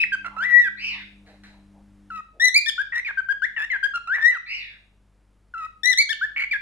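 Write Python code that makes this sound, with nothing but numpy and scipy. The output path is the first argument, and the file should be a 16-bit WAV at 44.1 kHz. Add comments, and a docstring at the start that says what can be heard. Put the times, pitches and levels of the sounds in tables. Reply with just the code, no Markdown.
"""A small, quiet room: a perched cockatiel ends one warbling phrase, sings a second and starts a third.
Each note is a gliding whistle with throat-coloured overtones, now pure, now bright or raspy.
A phrase closes with a husky hiss, noise in two throat resonances that rise and fall.
Echoes and a short tail answer; wavering sines hum, noise makes the air, dull swells and rustles."""
import sys
import numpy as np
from scipy import signal
from scipy.fft import rfft, irfft
from scipy.io import wavfile
from scipy.ndimage import uniform_filter1d, minimum_filter1d

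SR = 44100
rng = np.random.default_rng(int(sys.argv[2]) if len(sys.argv) > 2 else 0)


def generate_wav(signal):
    """Clip the signal to [-1, 1] and save it as 16-bit WAV at the path in sys.argv[1]."""
    frames = np.transpose(np.atleast_2d(signal))
    scaled = np.clip(frames, -1, 1) * 32767
    pcm = np.round(scaled).astype(np.int16)
    wavfile.write(sys.argv[1], SR, pcm)


N = 291501

# jitter: rms share of the pitch; air: fizz relative to the overtones
HOARSE_JITTER, HOARSE_AIR_DB = 0.007, -12


def amp(db):
    """Decibels to gain."""
    return 10 ** (np.asarray(db) / 20)


def unit(x):
    """Scales to rms 1."""
    return x / np.sqrt(np.mean(x ** 2) + 1e-20)


def read(points, hz):
    """Every column of a spectrum table at the given frequencies, interpolated over log frequency."""
    f, *columns = np.transpose(points)
    return [np.interp(np.log(hz + 1), np.log(f), c) for c in columns]


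def noise(colour, size=N):
    """Noise of rms 1 with the given spectrum."""
    db, = read(colour, np.fft.rfftfreq(size, 1 / SR))
    return unit(irfft(rfft(rng.standard_normal(size)) * amp(db), size))


def wobble(size, hz, order=4):
    """Random motion of rms 1, low-passed at hz."""
    lowpass = signal.butter(order, hz, fs=SR, output="sos")
    settled = signal.sosfilt(lowpass, rng.standard_normal(2 * size))[size:]
    return unit(settled)


def band(hz, width_hz, order):
    """Noise of about rms 1 that reaches width_hz to either side of the curve hz."""
    phase = 2 * np.pi * np.cumsum(hz) / SR
    in_phase = wobble(len(hz), width_hz, order) * np.cos(phase)
    return in_phase + wobble(len(hz), width_hz, order) * np.sin(phase)


def radiated(x, edge_hz):
    """High-pass: small things give off and throw back little below edge_hz."""
    return signal.sosfilt(signal.butter(3, edge_hz, "high", fs=SR, output="sos"), x)


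def add(mix, start_s, sound):
    """Adds a sound into the mix at start_s."""
    part = mix[..., max(round(start_s * SR), 0):][..., :sound.shape[-1]]
    part += sound[..., :part.shape[-1]]


def background(hum_stop_s=2.19, apart=0.28, hum_side_db=1, air_db=-66.5, rush_db=4):
    """Slightly wavering mains hum, part of which dies away, over the still air of the room."""
    # hum lines: (frequency [Hz], steady peak level [dB], peak level of the share that stops [dB])
    hum_lines = [(49, -58.5, -66), (100, -68, -67), (149, -76, -84), (200, -69.5, -53), (300.5, -80, -61.5)]
    # spectrum of the air: (frequency [Hz], relative level per Hz [dB])
    air_colour = [(30, 2), (70, 1), (160, -2), (400, -8), (1800, -17), (4000, -26), (10500, -30),
                  (15000, -44)]
    t = np.arange(N) / SR
    running = np.clip((hum_stop_s - t) / 0.08 + 0.5, 0, 1)
    hum = np.zeros(N)
    for hz, steady_db, stopping_db in hum_lines:
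        level = amp(steady_db) + running * amp(stopping_db)
        phase = 2 * np.pi * hz * t + 0.15 * wobble(N, 6)
        hum += level * (1 + 0.16 * wobble(N, 6)) * np.sin(phase)
    shared = noise(air_colour)
    air = np.array([unit(shared + apart * noise(air_colour)) for side in range(2)])
    # more air rushes while the louder hum runs
    return hum * amp([[hum_side_db], [-hum_side_db]]) + amp(air_db + rush_db * running) * air


def dull_swells(width_hz=190):
    """Soft, dull noise swells: a faint breathy murmur, an undertone below the first hiss, room noises."""
    # (start [s], length [s], centre [Hz], crest level [dB])
    swells = [(0.252, 0.22, 1000, -48.5), (0.883, 0.17, 1000, -52.5), (1.226, 0.18, 650, -55.5),
              (1.419, 0.28, 782, -65), (1.717, .13, 715, -59.5), (2.316, 0.12, 516, -58.5)]
    out = np.zeros(N)
    for start_s, length_s, hz, level_db in swells:
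        window = signal.windows.hann(round(length_s * SR))
        add(out, start_s, amp(level_db) * window * band(np.full(len(window), hz), width_hz, order=3))
    return out


def ducking(x, threshold_db=-23, share=0.45, recovery_db_per_s=34):
    """Gain that drops as the 9 ms power of x grows loud, then recovers as a falling peak level."""
    power_db = 10 * np.log10(abs(uniform_filter1d(x ** 2, size=400)) + 1e-12)
    fall_db = np.arange(N) * recovery_db_per_s / SR
    held_db = np.maximum.accumulate(power_db + fall_db) - fall_db
    return amp(-share * np.maximum(held_db - threshold_db, 0))


def rustles():
    """Small dry puffs as the bird shifts on its perch: noise with a quick rise and exponential decay."""
    # (start [s], level before decay [dB], rise [s], decay [s])
    puffs = [(1.256, -54.5, 0.021, 0.057), (1.434, -49, 0.0017, 0.054)]
    # spectrum of the puffs: (frequency [Hz], relative level [dB])
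    puff_colour = [(1100, -14), (1700, 0), (3500, -16), (4000, -2), (4400, -16), (14000, -40)]
    t = np.arange(N) / SR
    level = np.zeros(N)
    for start_s, level_db, rise_s, decay_s in puffs:
        rise = np.clip((t - start_s) / rise_s, 0, 1)
        level += amp(level_db) * rise * np.exp(-np.maximum(t - start_s - rise_s, 0) / decay_s)
    return level * noise(puff_colour)


def hiss(rows, low_width_hz=400, wide_hz=560, narrow_hz=280, high_db=-17, coupling_db=12,
         skirt_width_hz=2200, skirt_db=-22, gap_hz=3180, gap_width_hz=330):
    """Husky whistle: turbulence in two throat resonances that move with the beak, a still gap between."""
    s, *columns = np.transpose(rows)
    t = np.arange(s[0], s[-1], 1 / SR)
    level_db, low_hz, high_hz = (np.interp(t, s, c) for c in columns)
    # the upper resonance grows and narrows as its pitch falls towards the lower one
    nearness = (high_hz.max() - high_hz) / np.ptp(high_hz)
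    upper = np.sqrt(1 - nearness) * band(high_hz, wide_hz, order=4)
    upper += np.sqrt(nearness) * band(high_hz, narrow_hz, order=4)
    air = band(low_hz, low_width_hz, order=6) + amp(high_db + coupling_db * nearness) * upper
    air += amp(skirt_db) * radiated(band(low_hz, skirt_width_hz, order=2), 1170)
    air = signal.lfilter(*signal.iirnotch(gap_hz, gap_hz / gap_width_hz, fs=SR), air)
    return amp(level_db) * air * signal.windows.tukey(len(t), 0.1)


def bend(u, first_hz, middle_hz, last_hz):
    """One smooth bend of pitch as u runs from 0 to 1."""
    line = first_hz + (last_hz - first_hz) * u
    return line + (2 * middle_hz - first_hz - last_hz) * 2 * u * (1 - u)


def swell(u, crest, edge_db):
    """Parabola in dB: 0 at the crest, edge_db half a note away."""
    return edge_db * (2 * (u - crest)) ** 2


def note(hz, level_db, overtone_db, rasp, doubling, jitter, tilt_db, air_db, rasp_jitter=0.15,
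         rasp_hz=720, flutter_db=4.5, shake_db=10, fizz_db=-27, lower_half_db=-30,
         lurch_db=7, lurch_bend=0.07, lurch_hz=60, fits_db=1.2):
    """One whistle of the syrinx: a gliding tone, its overtones coloured by the throat and tilted per octave."""
    # throat and beak colour before the tilt: (frequency [Hz], level [dB])
    throat = [(2600, 18), (3200, 15.5), (3900, 7), (4700, 5.5), (5200, -1), (6000, 2.5), (6600, -7),
              (7400, -8), (8500, -14), (9700, -12), (11000, -20), (12400, -17), (14000, -29.5)]
    # breathy fizz: (frequency [Hz], relative level [dB])
    fizz_colour = [(1500, -4), (2800, 7), (4300, -5.5), (5400, -9), (6300, -8.5), (7500, -6), (8700, -16.5),
                   (10500, -15.5), (12000, -16), (14000, -20.5)]
    size = len(hz)
    t = np.arange(size) / SR
    tilted = [(f, db + tilt_db * np.log2(f / throat[0][0])) for f, db in throat]

    # the membranes beat less evenly when the voice rasps
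    hz = hz * (1 + lurch_bend * rasp * wobble(size, lurch_hz))
    uneven = 1 + jitter * wobble(size, 150) + rasp_jitter * rasp * wobble(size, 400)
    phase = 2 * np.pi * np.cumsum(hz * uneven) / SR

    k = np.arange(2, 12)[:, None]
    weights = amp(read(tilted, k * hz)[0]) * (k * hz < SR / 2)
    overtones = (weights * np.sin(k * phase)).sum(0) / np.linalg.norm(weights, axis=0)
    overtones += amp(air_db) * noise(fizz_colour, size=size)
    tone = np.sin(phase) + amp(overtone_db + flutter_db * wobble(size, 75)) * overtones
    # strong and weak cycles alternate: half lines, the upper one louder
    tone += doubling * (0.5 * np.sin(1.5 * phase) + amp(lower_half_db) * np.sin(phase / 2))

    # uneven fits of chaotic cycles spread noise around each line and add fizz
    fits = rasp * unit(amp(fits_db * wobble(size, 240)))
    fizz = noise(fizz_colour, size=size) * signal.windows.tukey(size, 0.5)
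    tone = tone * (1 + fits * wobble(size, rasp_hz)) + amp(fizz_db) * fits * fizz
    level_db = level_db + rasp * (shake_db * wobble(size, 190) + lurch_db * wobble(size, lurch_hz))
    gate = np.clip(np.minimum(t, t[-1] - t) / 0.004, 0, 1)  # 4 ms fades
    gated = tone * np.sin(np.pi / 2 * gate) ** 2
    return np.sqrt(2) * amp(level_db) * radiated(gated, 210)


def low_call(length_s, pitch_hz, level_db, overtone_db, catch=0.18, catch_s=0.0061, catch_db=4,
             sag_hz_per_s=700, waver=0.016, waver_hz=14, end_doubling=0.38):
    """A soft call that catches high, settles at once, wavers and sags; its cycles double more and more."""
    t = np.arange(0, length_s, 1 / SR)
    onset, u = np.exp(-t / catch_s), t / length_s
    motion = 1 + catch * onset - waver * np.sin(2 * np.pi * waver_hz * t)
    hz = pitch_hz * motion - sag_hz_per_s * t
    return note(hz, level_db + catch_db * onset + swell(u, crest=0.19, edge_db=0.5),
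                overtone_db + swell(u, crest=0.58, edge_db=-8.5), rasp=0.025,
                doubling=end_doubling * u, jitter=0.004, tilt_db=0.5, air_db=-14)


def raspy(length_s, first_hz, middle_hz, last_hz, level_db, overtone_db, rasp, doubling):
    """A hoarse note that bends around one pitch, brightest past its middle."""
    u = np.linspace(0, 1, round(length_s * SR))
    return note(bend(u, first_hz, middle_hz, last_hz), level_db + swell(u, crest=0.46, edge_db=-0.5),
                overtone_db + swell(u, crest=0.62, edge_db=-11), rasp, doubling,
                HOARSE_JITTER, tilt_db=2.5, air_db=HOARSE_AIR_DB)


def slur(length_s, high_hz, low_hz, tip_after_s, tip_s, level_db, overtone_db, rasp, steady_share=0.25):
    """A held high pitch tips over into a low one, and the voice breaks up as it does."""
    u = np.linspace(0, 1, round(length_s * SR))
    tipped = 0.5 + 0.5 * np.tanh((u * length_s - tip_after_s) / (2 * tip_s))
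    rasp = rasp * (steady_share + (1 - steady_share) * np.sqrt(tipped))
    hz = high_hz + (low_hz - high_hz) * tipped
    return note(hz, level_db + swell(u, crest=0.4, edge_db=-1.5), overtone_db, rasp,
                doubling=0.12, jitter=HOARSE_JITTER, tilt_db=-5.0, air_db=HOARSE_AIR_DB)


def chirp(length_s, first_hz, middle_hz, last_hz, level_db, overtone_db,
          brighten_db=5, end_rasp=0.26, flick=0.027, flick_s=0.0034):
    """A short glide that brightens as it goes and stops with a rough downward flick."""
    u = np.linspace(0, 1, round(length_s * SR))
    ending = np.exp((u - 1) * length_s / flick_s)
    hz = bend(u, first_hz, middle_hz, last_hz) * (1 - flick * ending)
    return note(hz, level_db + swell(u, crest=0.51, edge_db=-6.5), overtone_db + brighten_db * (u - 0.5),
                rasp=0.0072 + end_rasp * ending, doubling=0, jitter=0.007, tilt_db=1.5, air_db=-16)


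def cry(length_s, first_hz, middle_hz, last_hz, level_db, overtone_db,
        drop=0.15, drop_s=0.0055, clean_rasp=0.005, end_rasp=0.13):
    """A bright arch that drops and frays as the push ends; the fundamental swells more than the overtones."""
    u = np.linspace(0, 1, round(length_s * SR))
    ending = np.exp((u - 1) * length_s / drop_s)
    hz = bend(u, first_hz, middle_hz, last_hz) * (1 - drop * ending)
    body_db = swell(u, crest=0.5, edge_db=-14.0)
    shine_db = swell(u, crest=0.27, edge_db=2.0)
    return note(hz, level_db + body_db, overtone_db + shine_db - body_db, clean_rasp + end_rasp * ending,
                doubling=0, jitter=0.0019, tilt_db=-1.13, air_db=-41.5)


def whistle(rows, crack=0.18, crack_s=0.079):
    """The long whistle and its left-right balance; the voice cracks into period doubling as it dies."""
    s, *columns = np.transpose(rows)
    t = np.arange(s[0], s[-1], 1 / SR)
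    hz, level_db, overtone_db, rasp, side_db = (np.interp(t, s, c) for c in columns)
    doubling = crack * np.clip(2 * (t - s[-1] + crack_s) / crack_s, 0, 1)
    sound = note(hz, level_db, overtone_db, rasp, doubling, jitter=0.001, tilt_db=1.0, air_db=-22.5)
    return sound, side_db


def song():
    """Every note as (start s, sound, left minus right dB, which shifts with the reflections near the perch)."""
    # Levels are bases for the swells; overtones are relative to the fundamental; side is left minus right.
    # loud, bright cries that open a phrase: (start [s], length [s], first [Hz], middle [Hz], last [Hz],
    # level [dB], overtones [dB], side [dB])
    cries = [(2.397, 0.1, 1738, 1999, 1952, -13.5, -12.5, 4.5),
             (2.539, 0.056, 1920, 2371, 2382, -12.5, -10, -1.5),
             (2.659, 0.042, 1687, 1823, 1765, -23, -3.5, 6.5),
             (5.832, 0.11, 1757, 2016, 1795, -15.5, -11, 9.5),
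             (5.972, .058, 1821, 2248, 2232, -14, -8.5, 1), (6.089, 0.045, 1556, 1807, 1584, -22, -8, 8.5)]
    # short, nearly pure chirps: columns as the cries
    chirps = [(0.118, 0.038, 1633, 1578, 1512, -19.5, -21.5, -3),
              (2.778, 0.046, 1396, 1587, 1703, -20.5, -21, 5.5),
              (3.171, 0.037, 1557, 1572, 1482, -19, -28, 7), (3.285, 0.044, 1470, 1635, 1573, -18, -26, 8),
              (3.418, 0.043, 1472, 1696, 2190, -18.5, -24, 7.5),
              (3.827, 0.041, 1578, 1618, 1689, -17, -19.5, 7),
              (3.935, 0.047, 1369, 1402, 1340, -23.5, -18, 1.5),
              (6.211, 0.047, 1363, 1654, 1788, -20, -27, 2.5)]
    # raspy notes around one pitch: (start [s], length [s], first [Hz], middle [Hz], last [Hz],
    # level [dB], overtones [dB], rasp [0-1], period doubling [0-1], side [dB])
    rasps = [(0.244, 0.044, 1391, 1378, 1394, -33, -15.5, 0.2, 0.44, -4),
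             (2.921, 0.082, 1966, 1862, 2030, -25, -24, .16, 0, 1.5),
             (3.562, .091, 1933, 1707, 1954, -25.5, -21.5, 0.14, 0.4, 4.5),
             (6.36, 0.091, 2202, 2226, 2160, -26.5, -26, 0.3, 0, -1)]
    # slurs from high to low: (start [s], length [s], high [Hz], low [Hz], tips after [s], tipping time [s],
    # level [dB], overtones [dB], rasp [0-1], side [dB])
    slurs = [(0, .046, 2560, 1890, 0.037, 0.0016, -18, -26.5, 0.23, 5),
             (3.046, 0.071, 2440, 1515, 0.036, 0.0079, -28.5, -26.5, 0.21, 0.5),
             (3.7, .071, 2210, 1538, 0.029, 0.012, -22.5, -26.5, 0.08, 4.5),
             (6.51, 0.061, 2430, 1645, 0.02, 0.0049, -22, -22.5, 0.05, 1)]
    # soft calls that announce a phrase: (start [s], length [s], pitch [Hz], level [dB], overtones [dB],
    # side [dB])
    low_calls = [(2.101, .108, 1334, -35, -14.5, 2), (5.537, .131, 1352, -33, -16, 4)]
    # long whistles, a raspy climb, a pure swell and a fall: (time [s], pitch [Hz], level [dB],
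    # overtones [dB], rasp [0-1], side [dB])
    whistles = [
        [(.364, 1311, -31, -16, 0.19, -5), (.396, 1355, -27, -22, 0.01, -5.5),
         (.437, 1700, -21.5, -23, 0.15, 7), (.457, 2000, -24, -29, 0.13, 2.5), (.503, 1946, -23, -34.5, .08, 6),
         (.547, 1919, -10, -36, 0, 16.5), (.603, 1947, -11.5, -33.5, 0, 10), (.63, 1842, -28.5, -14, 0, -1.5),
         (.687, 1506, -20.5, -24, 0.02, 2.5)],
        [(4.072, 1286, -32, -14, 0.07, -4.5), (4.125, 1583, -19, -31, 0, 6), (4.157, 2022, -22.5, -24, 0.13, 1),
         (4.184, 1793, -32, -41, 0.4, 1.5), (4.213, 1755, -29, -17.5, 0.11, 1.5),
         (4.257, 1877, -10, -32, 0, 11.5), (4.306, 2016, -18.5, -26.5, 0, -2.5),
         (4.334, 1804, -32, -25, 0.18, 0.5), (4.377, 1194, -33.5, -7, 0.09, -1)],
    ]
    kinds = [(low_call, low_calls), (raspy, rasps), (slur, slurs), (chirp, chirps), (cry, cries)]
    notes = []
    for sing, table in kinds:
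        for start_s, *shape, side_db in table:
            notes.append((start_s, sing(*shape), side_db))
    for rows in whistles:
        notes.append((rows[0][0], *whistle(rows)))
    return notes


def shelf(x, edge_hz=2200):
    """Shelf and wall behind the perch throw the overtones back, a little differently to each ear."""
    # first echoes: (delay to the left ear [s], delay to the right ear [s], level [dB])
    echoes = [(.0003, 0.0005, -14.5), (.0024, .0019, -14.5), (.0058, 0.0054, -11.5)]
    bright, out = radiated(x, edge_hz), np.zeros((2, N))
    for left_s, right_s, level_db in echoes:
        add(out[0], left_s, amp(level_db) * bright)
        add(out[1], right_s, amp(level_db) * bright)
    return out


def room(x, first_s=0.011, taps_per_s=4000):
    """Dense reflections of random sign, other ones for each ear, each band dying at its own speed."""
    # the tail: (frequency [Hz], total level [dB], time to fall 60 dB [s])
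    tail_bands = [(1800, -7, 0.35), (2660, -6, 0.46), (3550, -6, 0.45), (5430, -10, 0.46),
                  (13000, -3, 0.06)]
    signs = rng.choice([-1., 1.], (2, SR))
    taps = signs * (rng.random((2, SR)) < taps_per_s / SR) * (np.arange(SR) > first_s * SR)
    hz, t, z = signal.stft(taps / np.linalg.norm(taps[0]), SR, nperseg=256)
    level_db, t60_s = (c[:, None] for c in read(tail_bands, hz))
    decay = np.log(1000) / t60_s
    # sqrt(2 * decay) keeps a band's energy independent of its decay time
    envelope = amp(level_db) * np.sqrt(2 * decay) * np.exp(-decay * t)
    tail = signal.istft(z * envelope, SR)[1]
    return signal.fftconvolve(x[None], tail, axes=1)[:, :N]


def scene():
    """The bird with its room; its loud notes push the hum, air and dull swells down for a moment."""
    # the hisses: (time [s], level [dB], lower resonance [Hz], upper resonance [Hz])
    hisses = [
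        [(.765, -45.5, 1776, 3590), (.825, -32.5, 2676, 4987), (.88, -26.5, 2783, 5224),
         (.95, -39.5, 2240, 3550), (1.05, -49, 1845, 3540)],
        [(4.45, -51, 1937, 3536), (4.505, -32.5, 2412, 4670), (4.555, -31, 2645, 5150),
         (4.625, -40, 2322, 3657), (4.79, -60, 1694, 3520)],
    ]
    voice, direct = np.zeros(N), np.zeros((2, N))
    for start_s, sound, side_db in song():
        sides = amp(np.vstack([side_db / 2, -side_db / 2]))
        add(voice, start_s, sound)
        add(direct, start_s, sound * sides / np.sqrt(np.mean(sides ** 2, axis=0)))
    husky = rustles()
    for rows in hisses:
        add(husky, rows[0][0], hiss(rows))
    direct += husky
    # the bird sits right of the middle: its sound reaches the left ear 4 samples later
    direct[0] = np.pad(direct[0], (4, 0))[:N]
    reflected = shelf(voice + husky) + room(voice + 2 * husky)
    return direct + reflected + (background() + dull_swells()) * ducking(voice)


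def record(dry, roll_off_hz=12300, ceiling=0.77, edge_hz=15250):
    """The microphone loses the highest treble, a quick limiter holds down the peaks; then the band limit."""
    dull = signal.sosfilt(signal.butter(6, roll_off_hz, fs=SR, output="sos"), dry)
    gain = 1 / np.maximum(abs(dull).max(0) / ceiling, 1)
    limited = dull * uniform_filter1d(minimum_filter1d(gain, size=301), size=301)
    band_limit = signal.firwin(511, edge_hz, window=("kaiser", 9), fs=SR)
    return signal.oaconvolve(limited, band_limit[None], "same")


dry = scene()
out = record(dry)
generate_wav(out)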